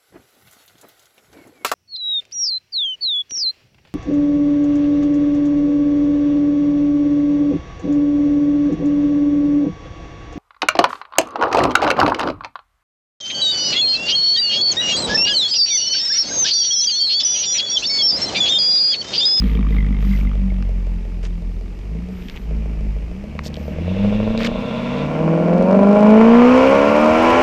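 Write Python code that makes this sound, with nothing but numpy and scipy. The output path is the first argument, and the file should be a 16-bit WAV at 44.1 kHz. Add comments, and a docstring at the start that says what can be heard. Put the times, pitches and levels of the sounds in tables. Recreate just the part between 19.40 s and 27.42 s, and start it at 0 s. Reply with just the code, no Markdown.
"""On a concrete forecourt by a road, a V8 car idles close by, creeps to the kerb, turns and accelerates away.
Tones follow the firing rate, while eight uneven firings a cycle ring the exhaust pipes and blow hissing gas.
A loose exhaust shield rattles, grit cracks under the tyres, which then roll on asphalt, and a faint whine passes.
Wind rumbles at the microphone, low buildings return dull echoes, and the loudest peaks are flattened."""
import sys
import numpy as np
from scipy import signal
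from scipy.fft import rfft, irfft
from scipy.io import wavfile
from scipy.ndimage import uniform_filter1d

SR = 44100
rng = np.random.default_rng(int(sys.argv[2]) if len(sys.argv) > 2 else 0)


def generate_wav(sig):
    """Save sig (samples, or channels by samples) to the path in sys.argv[1] as 16-bit PCM at SR."""
    pcm = np.round(np.clip(np.atleast_2d(sig).T, -1, 1) * 32767).astype(np.int16)
    wavfile.write(sys.argv[1], SR, pcm)


N = 353682
T = np.arange(N) / SR    # time in seconds


def from_db(db):
    """Turn decibels into a plain factor."""
    return 10 ** (np.asarray(db) / 20)


def in_time(rows):
    """Draw straight lines between timed rows, giving one curve for each column after the time."""
    s, *columns = np.transpose(rows)
    return [np.interp(T, s, c) for c in columns]


def evened(x):
    """Bring the running loudness (rms over a third of a second) to 1, so that a level curve can set it."""
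    return x / np.sqrt(uniform_filter1d(x ** 2, size=SR // 3, mode="reflect") + 1e-20)


def resonance(hz, width_hz):
    """Two-pole filter that rings at one pitch, with a gain of about 1 there; a narrow one rings longer."""
    r = np.exp(-np.pi * width_hz / SR)
    return (1 - r * r) / 2 * np.array([1, 0, -1]), [1, -2 * r * np.cos(2 * np.pi * hz / SR), r * r]


def through(x, modes):
    """Add up resonances side by side, each given as pitch in Hz, width in Hz, level in dB."""
    return sum(from_db(db) * signal.lfilter(*resonance(hz, width), x) for hz, width, db in modes)


def twice(x, modes):
    """Pass the same resonances twice for steep peaks with dark valleys, then even out the loudness."""
    return evened(through(through(x, modes), modes))


def shaped_noise(spectrum):
    """Noise coloured by points of pitch in Hz and relative dB per Hz, brought to an rms of 1."""
    hz, db = np.transpose(spectrum)
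    bins = np.log(np.fft.rfftfreq(N, 1 / SR) + 1)
    x = irfft(rfft(rng.standard_normal(N)) * from_db(np.interp(bins, np.log(hz), db)), N)
    return x / x.std()


def drift(rate):
    """Random wandering between points of spread 1, with so many points a second."""
    knots = np.arange(0, N / SR + 1, 1 / rate)
    return np.interp(T, knots, rng.standard_normal(len(knots)))


def air():
    """Steady background noise with its own colour."""
    # Each row: pitch in Hz, relative strength in dB per Hz.
    air_colour = [(35, -10), (70, 1), (120, -6), (200, -15.5), (400, -12.5), (1200, -45), (2400, -45.5),
                  (5000, -38), (10300, -53.5), (12500, -50), (15500, -78.5)]
    return from_db(-39) * shaped_noise(air_colour)


def wind():
    """Wind rumbles at the microphone: lumpy noise at the bottom of the range."""
    # Each row: time in seconds, level in dB around which it drifts.
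    wind_level = [(0, -28), (2.75, -42), (2.88, -28), (3.0, -29.5), (4.2, -38.5), (4.8, -26), (5.3, -35.5),
                  (8.02, -53.5)]
    rumble = twice(rng.standard_normal(N), [(31.2, 21.0, 0)])
    return from_db(in_time(wind_level)[0] + 3.0 * drift(3.1)) * rumble


def whine():
    """A thin, faint tone of one pitch fades in and out, its level trembling a little."""
    # One row: start in seconds, end in seconds, pitch in Hz, level in dB before the doubling below.
    start, end, hz, db = (1.25, 1.95, 867, -62)
    swell = np.sin(np.pi * np.clip((T - start) / (end - start), 0, 1))
    return swell * from_db(db + 2.0 * drift(8.3)) * 2 * np.sin(2 * np.pi * hz * T)


def crunch():
    """Grit ground under a tyre: swells of dense uneven grains, coarse or fine, with a smooth sizzle far above."""
    # Each row: start in seconds, length in seconds, crunch level in dB, share of fine grains from 0 to 1,
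    # level of the thin treble sizzle in dB.
    swells = [(-.05, 0.24, -45, 0, -58.5), (.274, 0.15, -50, 0, -63), (0.593, 0.27, -42.5, 0.2, -56),
              (1.824, 0.054, -40, 0.3, -79), (2.688, 0.39, -51, 0.1, -63.5), (4.034, 0.054, -37, 0.75, -54),
              (4.126, 0.22, -58, 0.9, -64), (4.982, 0.079, -31, 0, -60), (5.042, 0.036, -24.5, 0, -58)]
    sizes = from_db(3.0 * np.minimum(rng.exponential(1, N), 4)) * rng.choice([-1, 1], N)
    clicks = sizes * (rng.random(N) < 2200 / SR)    # about 2200 grains a second
    dealt = rng.integers(0, 12, N)
    pitches = np.geomspace(1000, 8500, num=12)    # each grain rings a few cycles at one of these, in Hz
    rings = sum(through(clicks * (dealt == k) + 1e-18, [(hz, 0.18 * hz, -1.6 * k)])
                for k, hz in enumerate(pitches))
    coarse = twice(rings, [(2000, 3470, 0)])
    fine = twice(rings, [(4700, 3400, 0)])
    treble = signal.butter(4, [11300, 14500], "band", fs=SR, output="sos")
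    sizzle = evened(signal.sosfilt(treble, rng.standard_normal(N)))
    out = np.zeros(N)
    for s, length, crunch_db, share, sizzle_db in swells:
        swell = np.abs(np.sin(np.pi * np.clip((T - s) / length, 0, 1))) ** .5
        inside = (T > s) * (T < s + length)
        grains = coarse + np.clip(share, 0, 1) * (fine - coarse)
        out += swell * inside * (from_db(crunch_db) * grains + from_db(sizzle_db) * sizzle)
    return out


def grit():
    """Grit cracks on the concrete: each grain is a tiny burst of noise in its own band, with a short dull ring."""
    # Each row: time in seconds, peak level in dB, centre of the band in Hz.
    cracks = [(1.225, -26.5, 1400), (1.8526, -24.5, 2960), (2.825, -32, 2500), (2.885, -25, 2600),
              (2.888, -27, 1300), (2.898, -21, 1900), (2.9618, -31, 2600), (2.967, -27.5, 2490),
              (2.974, -23, 2000), (3.9912, -15.5, 980), (4.054, -25, 2170), (4.0627, -25, 3600),
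              (4.069, -22, 5250), (4.142, -21.5, 2700), (4.156, -27.5, 2580), (4.167, -27, 3180),
              (4.228, -43, 2600), (4.9767, -16, 1970), (5.006, -15, 1250), (5.033, -15, 2600)]
    out = np.zeros(N)
    t = np.arange(400) / SR
    for s, db, hz in cracks:
        start = round(s * SR)
        band = [(hz, 1.4 * hz, 0)]
        burst = np.exp(-t / 0.0008) * rng.standard_normal(400)
        snap = through(through(burst, band), band)
        ringing = snap + through(snap, [(hz, .3 * hz, -3)])
        snap = signal.lfilter(*signal.butter(2, 5500, fs=SR), ringing)
        out[start:start + 400] += from_db(db) * snap / np.abs(snap).max()
    return out


def tyres():
    """Tread noise in two bands while the car swings onto the asphalt, its level trembling."""
    # Each row: time in seconds, level in dB around which it trembles.
    tread_level = [(4.2, -74), (4.5, -45), (5.6, -39.5), (6.1, -85)]
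    rolling = twice(rng.standard_normal(N), [(2756, 260, 0), (3420, 680, -1)])
    return (T > tread_level[0][0]) * from_db(in_time(tread_level)[0] + 1.5 * drift(60)) * rolling


def speed():
    """Firings per second, smoothed because the heavy flywheel cannot change speed abruptly."""
    # Each row: time in seconds, firings per second before smoothing.
    firing_rate = [(0, 53.5), (.5, 49.6), (1, 48.4), (1.5, 44), (2.2, 42.23), (2.4, 46.35), (2.7, 62.66),
                   (2.8, 60.38), (3, 52.63), (3.25, 54.17), (3.6, 49.85), (3.9, 73.08), (4.3, 73.04),
                   (4.6, 99.6), (5.05, 114.33), (5.25, 125), (5.4, 134), (5.65, 145.5), (5.8, 158.5),
                   (6.1, 169.5), (6.4, 198), (6.7, 213.3), (6.85, 226), (7.25, 265), (7.6, 302),
                   (8.02, 346)]
    flywheel_s = .12
    return uniform_filter1d(in_time(firing_rate)[0], size=round(flywheel_s * SR), mode="nearest")


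def firings(count, by_cylinder, scatter_db):
    """One click a firing, a little early or late and stronger or weaker, split over two samples."""
    # Delay from unequal pipe lengths, the same each turn of the crank. Each entry: share of a firing interval.
    bank_lag = [0.0098, 0.0938, 0.1182, 0.016]
    jitter = .02    # spread of the moment, as a share of a firing interval
    whole = np.arange(1, int(count[-1]) - 1)
    moments = whole + np.array(bank_lag)[whole % 4] + jitter * rng.standard_normal(len(whole))
    at = np.interp(moments, count, np.arange(N))
    strength = np.array(by_cylinder)[whole % 8] * from_db(scatter_db * rng.standard_normal(len(at)))
    out = np.full(N, 1e-18)
    i = at.astype(int)
    out[i] += strength * (1 - at + i)
    out[i + 1] += strength * (at - i)
    return out


def chatter():
    """The shield buzzes faintly with every firing: each of five pitches is struck with a strength of its own."""
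    # Each row: time in seconds, level in dB.
    buzz_level = [(0, -44), (.9, -49), (1.3, -59), (4.0, -61.5), (4.4, -67)]
    count = np.cumsum(speed()) / SR
    # pitch in Hz, width in Hz, level in dB
    modes = [(1200, 170, 2), (1900, 160, 0), (2300, 170, 0), (3200, 150, -4), (3650, 150, -5)]
    rings = np.zeros(N)
    for hz, width, db in modes:
        ring = through(firings(count, np.ones(8), scatter_db=4.5), [(hz, width, db)])
        rings += through(ring, [(hz, 4 * width, 0)])
    return from_db(in_time(buzz_level)[0]) * evened(rings)


def rattle():
    """A loose exhaust shield touches: each touch rings the modes near the one it favours, bent in pitch."""
    # Each row: time in seconds, level in dB, mode favoured (0 low, 1 middle, 2 high, between is a blend).
    touches = [(.114, -36, 2.1), (.151, -32, 2), (0.1891, -23, 0), (0.247, -25, 0), (0.266, -23, 0),
               (.095, -32, 1.1), (0.3248, -25, 1), (0.3663, -29, 0.97), (0.3834, -17.5, 1.1),
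               (0.4041, -22, 1.1), (0.4256, -25, 1.24), (0.446, -27, 0.84), (0.468, -31, .85),
               (.483, -33, 0), (0.5259, -29, 1.2), (0.5473, -27, 0.75), (0.567, -30, 1.1),
               (.735, -22, 0.71), (.645, -34, 1), (.668, -33, 0.99), (0.715, -26, 0.8), (0.752, -25, 1),
               (0.8716, -26, 1), (1.1035, -29, 0.95)]
    # Modes of the shield. Each row: pitch in Hz, time to fade by 60 dB in seconds.
    shield = [(1150, 0.017), (2060, 0.031), (3350, 0.023)]
    bend, touch_s = .04, .0012    # spread of pitch from touch to touch as a share; softness of the contact
    out = np.zeros(N)
    t = np.arange(1500) / SR
    for s, db, mode in touches:
        ringing = np.zeros(len(t))
        for k, (hz, t60) in enumerate(shield):
            nearness = np.clip(1 - abs(mode - k), 0, 1)
            bent_hz = hz * (1 + bend * rng.standard_normal())
            ringing += nearness * from_db(-60 * t / t60) * np.sin(2 * np.pi * bent_hz * t)
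        out[round(s * SR):][:1500] += from_db(db) * (1 - np.exp(-t / touch_s)) * ringing
    return out


def at_stage(per_s, stage_db):
    """Read a level in dB from its seven values between idle and flat out."""
    # Firings per second at each stage.
    stages = [48.3, 63.1, 107, 137.7, 179, 246, 307]
    return np.interp(per_s, stages, stage_db)


def sines(count, multiples, levels_db, waver_db):
    """Tones locked to the crank, each wavering in level."""
    spread = -.35    # radians: the pipe delays higher tones, which widens each pulse
    out = np.zeros(N)
    for k, db in zip(multiples, levels_db):
        wave = np.cos(2 * np.pi * k * count + spread * k * (k - 1))
        out += np.sqrt(2) * from_db(db + waver_db * drift(14)) * wave
    return out


def firing_tones(count, per_s, level_db, unsteadiness):
    """Tones at multiples of the firing rate, swelling as they glide through pitches the pipes favour."""
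    # Each entry: multiple of the firing rate; the fractions are the two banks of cylinders beating.
    multiples = [1, 2, 3, 3 / 4, 5 / 4, 6 / 4, 7 / 4, 9 / 4, 10 / 4]
    # One row for each multiple: dB against the exhaust level at each stage of engine speed.
    multiples_db = [(18, 13, 19.5, 14, 7.5, 17.5, 8), (11.5, 5.5, 12, 2.5, 13, 2.5, -1.5),
                    (6, 8, -19, -13, 1, -3, -22), (-22, -4, -7, -7, -24, -6.5, 8),
                    (-8, -26, -7, -6, 3.5, -3.5, -12), (-10, -3, -20, -12.5, -13, -8.5, 4),
                    (-12, -8, -4.5, 12.5, -7, 4.5, -0.5), (-27, -3, -23, -5, -6, -13, -2),
                    (-27, -11, -18, -31, -2.5, -16, -4.5)]
    # The 4th and 5th multiple, one row each: dB against the exhaust level at each stage.
    top_db = [(4, -16, -4, -14, -3, -9, -17), (-5, -16, -7, -9, -11, -13, -28)]
    # What the pipes favour. Each row: pitch in Hz, gain in dB.
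    pipe_gain = [(40, 7.5), (50, 4), (56, 5.5), (65, -4.5), (75, -2.5), (87, -1.5), (100, -8), (120, -19),
                 (150, 1), (185, 6), (230, 4.5), (270, -3.5), (335, 2), (385, -9), (450, 4), (490, 4),
                 (540, 4.5), (635, 3.5), (700, -0.5), (1800, 19)]
    # Waver in dB: when steady, added when unsteady.
    waver_steady, waver_added = (.7, 1.5)
    throb_depth, throb_at = .7, 4.0    # the top tones swell once a cycle, around this firing
    hz, gain_db = np.transpose(pipe_gain)

    def tone_db(orders, rows):
        return [level_db + at_stage(per_s, row) + np.interp(np.log(k * per_s), np.log(hz), gain_db)
                for k, row in zip(orders, rows)]

    waver_db = waver_steady + waver_added * unsteadiness
    tones = sines(count, multiples, tone_db(multiples, multiples_db), waver_db)
    top = sines(count, range(4, 6), tone_db(range(4, 6), top_db), waver_db=4.0)
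    throb = 1 + throb_depth * (1 - unsteadiness) * np.cos(2 * np.pi * (count - throb_at) / 8)
    return tones + throb * top


def gas_hiss(puff):
    """Steady coloured noise, stronger just after each firing."""
    # Each row: pitch in Hz, relative strength in dB per Hz.
    hiss_colour = [(880, 2), (1450, -6), (2050, -1.5), (2300, 1.5), (2900, -3), (3640, -18.5), (5500, -18),
                   (8000, -30.5), (12000, -92)]
    return evened(shaped_noise(hiss_colour) * (1.3 + puff))


def burble(count, gas):
    """Low pipe resonances rung only by the unevenness of the firings; the even part is in the tones."""
    # Each entry: relative strength of one of the eight firings of a cycle, in firing order.
    burble_strength = [0.23, 0.22, 3.45, 1.36, 0.7, 1.63, 0.046, 1.34]
    # Each row: pitch in Hz, width in Hz, level in dB.
    burble_modes = [(195, 45, 0), (225, 45, -3)]
    uneven = np.array(burble_strength) - np.mean(burble_strength)
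    return twice(firings(count, uneven, scatter_db=1.0) + .003 * gas, burble_modes)


def bark_strikes(count, pulling):
    """Firings that strike the higher pipe resonances, from the lope of the idle to the loaded pattern."""
    # Relative strength of the eight firings of a cycle, first at idle and then under load.
    idle_strength = [1.5, .2, .15, .65, .2, .15, .5, .2]
    load_strength = [.3, .55, .42, .62, .3, .62, .4, .9]
    idle = firings(count, idle_strength, scatter_db=1.5)
    loaded = firings(count, load_strength, scatter_db=2.5)
    return (1 - pulling) * idle + pulling * loaded


def bark(count, strikes, brightness, pulling):
    """Middle pipe resonances, darker or brighter; at idle the other bank rings a lower pipe with a thud."""
    # The darker bark, then the brighter, higher one. Each row: pitch in Hz, width in Hz, level in dB.
    dark_modes = [(438.7, 85, 10), (599, 130, -11)]
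    bright_modes = [(489.6, 71, 0.15), (589, 93, -2)]
    # Each entry: relative strength of one of the eight firings in the lower pipe.
    thud_strength = [.6, .55, 1.1, .55, .55, .55, .55, .65]
    # The lower pipe. Each row: pitch in Hz, width in Hz, level in dB.
    thud_modes = [(313.6, 15.6, 0)]
    thud_db = -4    # against the bark, fading out as the engine pulls
    thud = twice(firings(count, thud_strength, scatter_db=1.5), thud_modes)
    barking = (1 - brightness) * twice(strikes, dark_modes) + brightness * twice(strikes, bright_modes)
    return barking + from_db(thud_db) * (1 - pulling) * thud


def rasp(strikes, gas, per_s):
    """Firings and gas noise ring the harsh upper pipe resonances."""
    # Each row: pitch in Hz, width in Hz, level in dB.
    rasp_modes = [(874, 310, -1.5), (1001, 260, 23), (1358, 63, 18), (2283, 76, 17.5)]
    return twice(strikes + 1.3 / per_s * gas, rasp_modes)


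def overload_crackle(count):
    """The sharpest exhaust pulses crackle harshly as they overload the input, mostly once a cycle."""
    # Each row: time in seconds, level in dB.
    crackle_level = [(5.9, -72), (6.3, -52), (8.02, -50)]
    # Each entry: relative strength of one of the eight firings.
    crackle_strength = [1.7, .05, .05, .6, .05, .15, .05, .1]
    # Each row: pitch in Hz, width in Hz, level in dB.
    crackle_band = [(3800, 4000, 0)]
    crackles = twice(firings(count, crackle_strength, scatter_db=4.5), crackle_band)
    return from_db(in_time(crackle_level)[0]) * crackles


def engine():
    """The V8: firing tones, and apart from them pipes rung by uneven firings with gas noise blown out."""
    # Each row: time in seconds, share of the brighter, higher bark from 0 to 1,
    # share of added unsteadiness from 0 to 1, bark in dB against the exhaust level.
    character = [(0, 0, 0.8, -2), (.6, 0.32, 0.3, -8), (1.1, 0.72, 0.32, -4), (2.6, 0.2, 0.86, 1.5),
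                 (3.7, 0.54, 0.6, 2), (4.2, 0.88, 0.4, 5), (4.6, 0.94, 1, 6.5), (5.6, 0.88, 0.76, 12),
                 (6.1, 0.73, 1, 14.5), (8.02, 0.71, 0.95, 13.5)]
    # How hard the tailpipes blow at the listener. Each row: time in seconds, exhaust level in dB,
    # burble level in dB, gas hiss level in dB.
    exhaust = [(0, -36, -22.5, -45), (.8, -38, -34, -47), (1.3, -41, -53, -49), (1.6, -46.5, -50, -50.5),
               (2.2, -49, -43, -53.5), (2.42, -53, -55, -50.5), (2.54, -44.5, -36.5, -50),
               (2.8, -47.5, -46, -49.5), (2.88, -58, -37, -54), (2.96, -59, -43, -42),
               (3.0, -51.5, -44, -55), (3.1, -41.5, -37.5, -47), (3.6, -44, -44.5, -49),
               (3.75, -44.5, -46, -49), (4.3, -42, -35, -44), (4.65, -35, -33, -37), (5.1, -37, -30.5, -40),
               (5.5, -40, -29.5, -35), (5.9, -34, -23, -37.5), (6.4, -29, -20.5, -38.5),
               (6.8, -26.5, -27.5, -29.5), (7.2, -27.5, -35, -23), (7.6, -29.5, -33, -25.5),
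               (8.02, -27, -37, -20)]
    # Firings per second over which the lope of the idle gives way to the loaded pattern: start, end.
    lope_ends = [93, 141]
    # Rasp in dB against the exhaust level at each stage of engine speed.
    rasp_stages = (-45, -35, -5.5, 4.5, -1, 7, 8.5)
    per_s = speed()
    count = np.cumsum(per_s) / SR    # firings so far
    brightness, unsteadiness, bark_db = in_time(character)
    level_db, burble_db, hiss_db = in_time(exhaust)
    pulling = np.interp(per_s, lope_ends, [0, 1])

    # gas rushes out and dies down before the next firing
    puff = np.exp(-3.0 * (count % 1)) * from_db(2.0 * drift(52))
    gas = rng.standard_normal(N) * puff
    strikes = bark_strikes(count, pulling) + (.002 + .65 * unsteadiness * pulling / per_s) * gas

    rung = from_db(burble_db) * burble(count, gas)
    rung += from_db(level_db + bark_db) * bark(count, strikes, brightness, pulling)
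    rung += from_db(level_db + at_stage(per_s, rasp_stages)) * rasp(strikes, gas, per_s)
    rung += overload_crackle(count)
    tones = firing_tones(count, per_s, level_db, unsteadiness)
    # each firing swings the signal downwards
    return -tones, from_db(hiss_db) * gas_hiss(puff) - rung


def street(x):
    """Ground and walls return a few delayed copies with the treble dulled."""
    # Each row: delay in seconds, level in dB.
    echoes = [(.011, -7), (.037, -11), (.083, -16), (.149, -21)]
    dull = signal.lfilter(*signal.butter(1, 2500, fs=SR), x)
    out = x.copy()
    for delay_s, db in echoes:
        lag = round(delay_s * SR)
        out[lag:] += from_db(db) * dull[:-lag]
    return out


def scene():
    """Add all the sources; only the pipes and gas hiss get echoes."""
    tones, pipes = engine()
    background = air() + wind() + whine()
    ground = crunch() + grit() + tyres()
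    shield = chatter() + rattle()
    return (background + ground + shield + tones + street(pipes))[None]


def record(dry):
    """The microphone loses the deepest rumble, the input stage flattens the loudest peaks; the top is cut."""
    mic_cut_hz, overload, cutoff_hz = 17.4, .722, 15700    # overload: the size that peaks cannot pass
    faded = dry * np.minimum(T / .003, 1)    # fades in over 3 ms
    heard = signal.lfilter(*signal.butter(2, mic_cut_hz, "high", fs=SR), faded)
    squashed = heard / (1 + np.abs(heard / overload) ** 8) ** (1 / 8)
    return signal.sosfilt(signal.cheby2(12, 70, cutoff_hz, fs=SR, output="sos"), squashed)


dry = scene()
out = record(dry)
generate_wav(out)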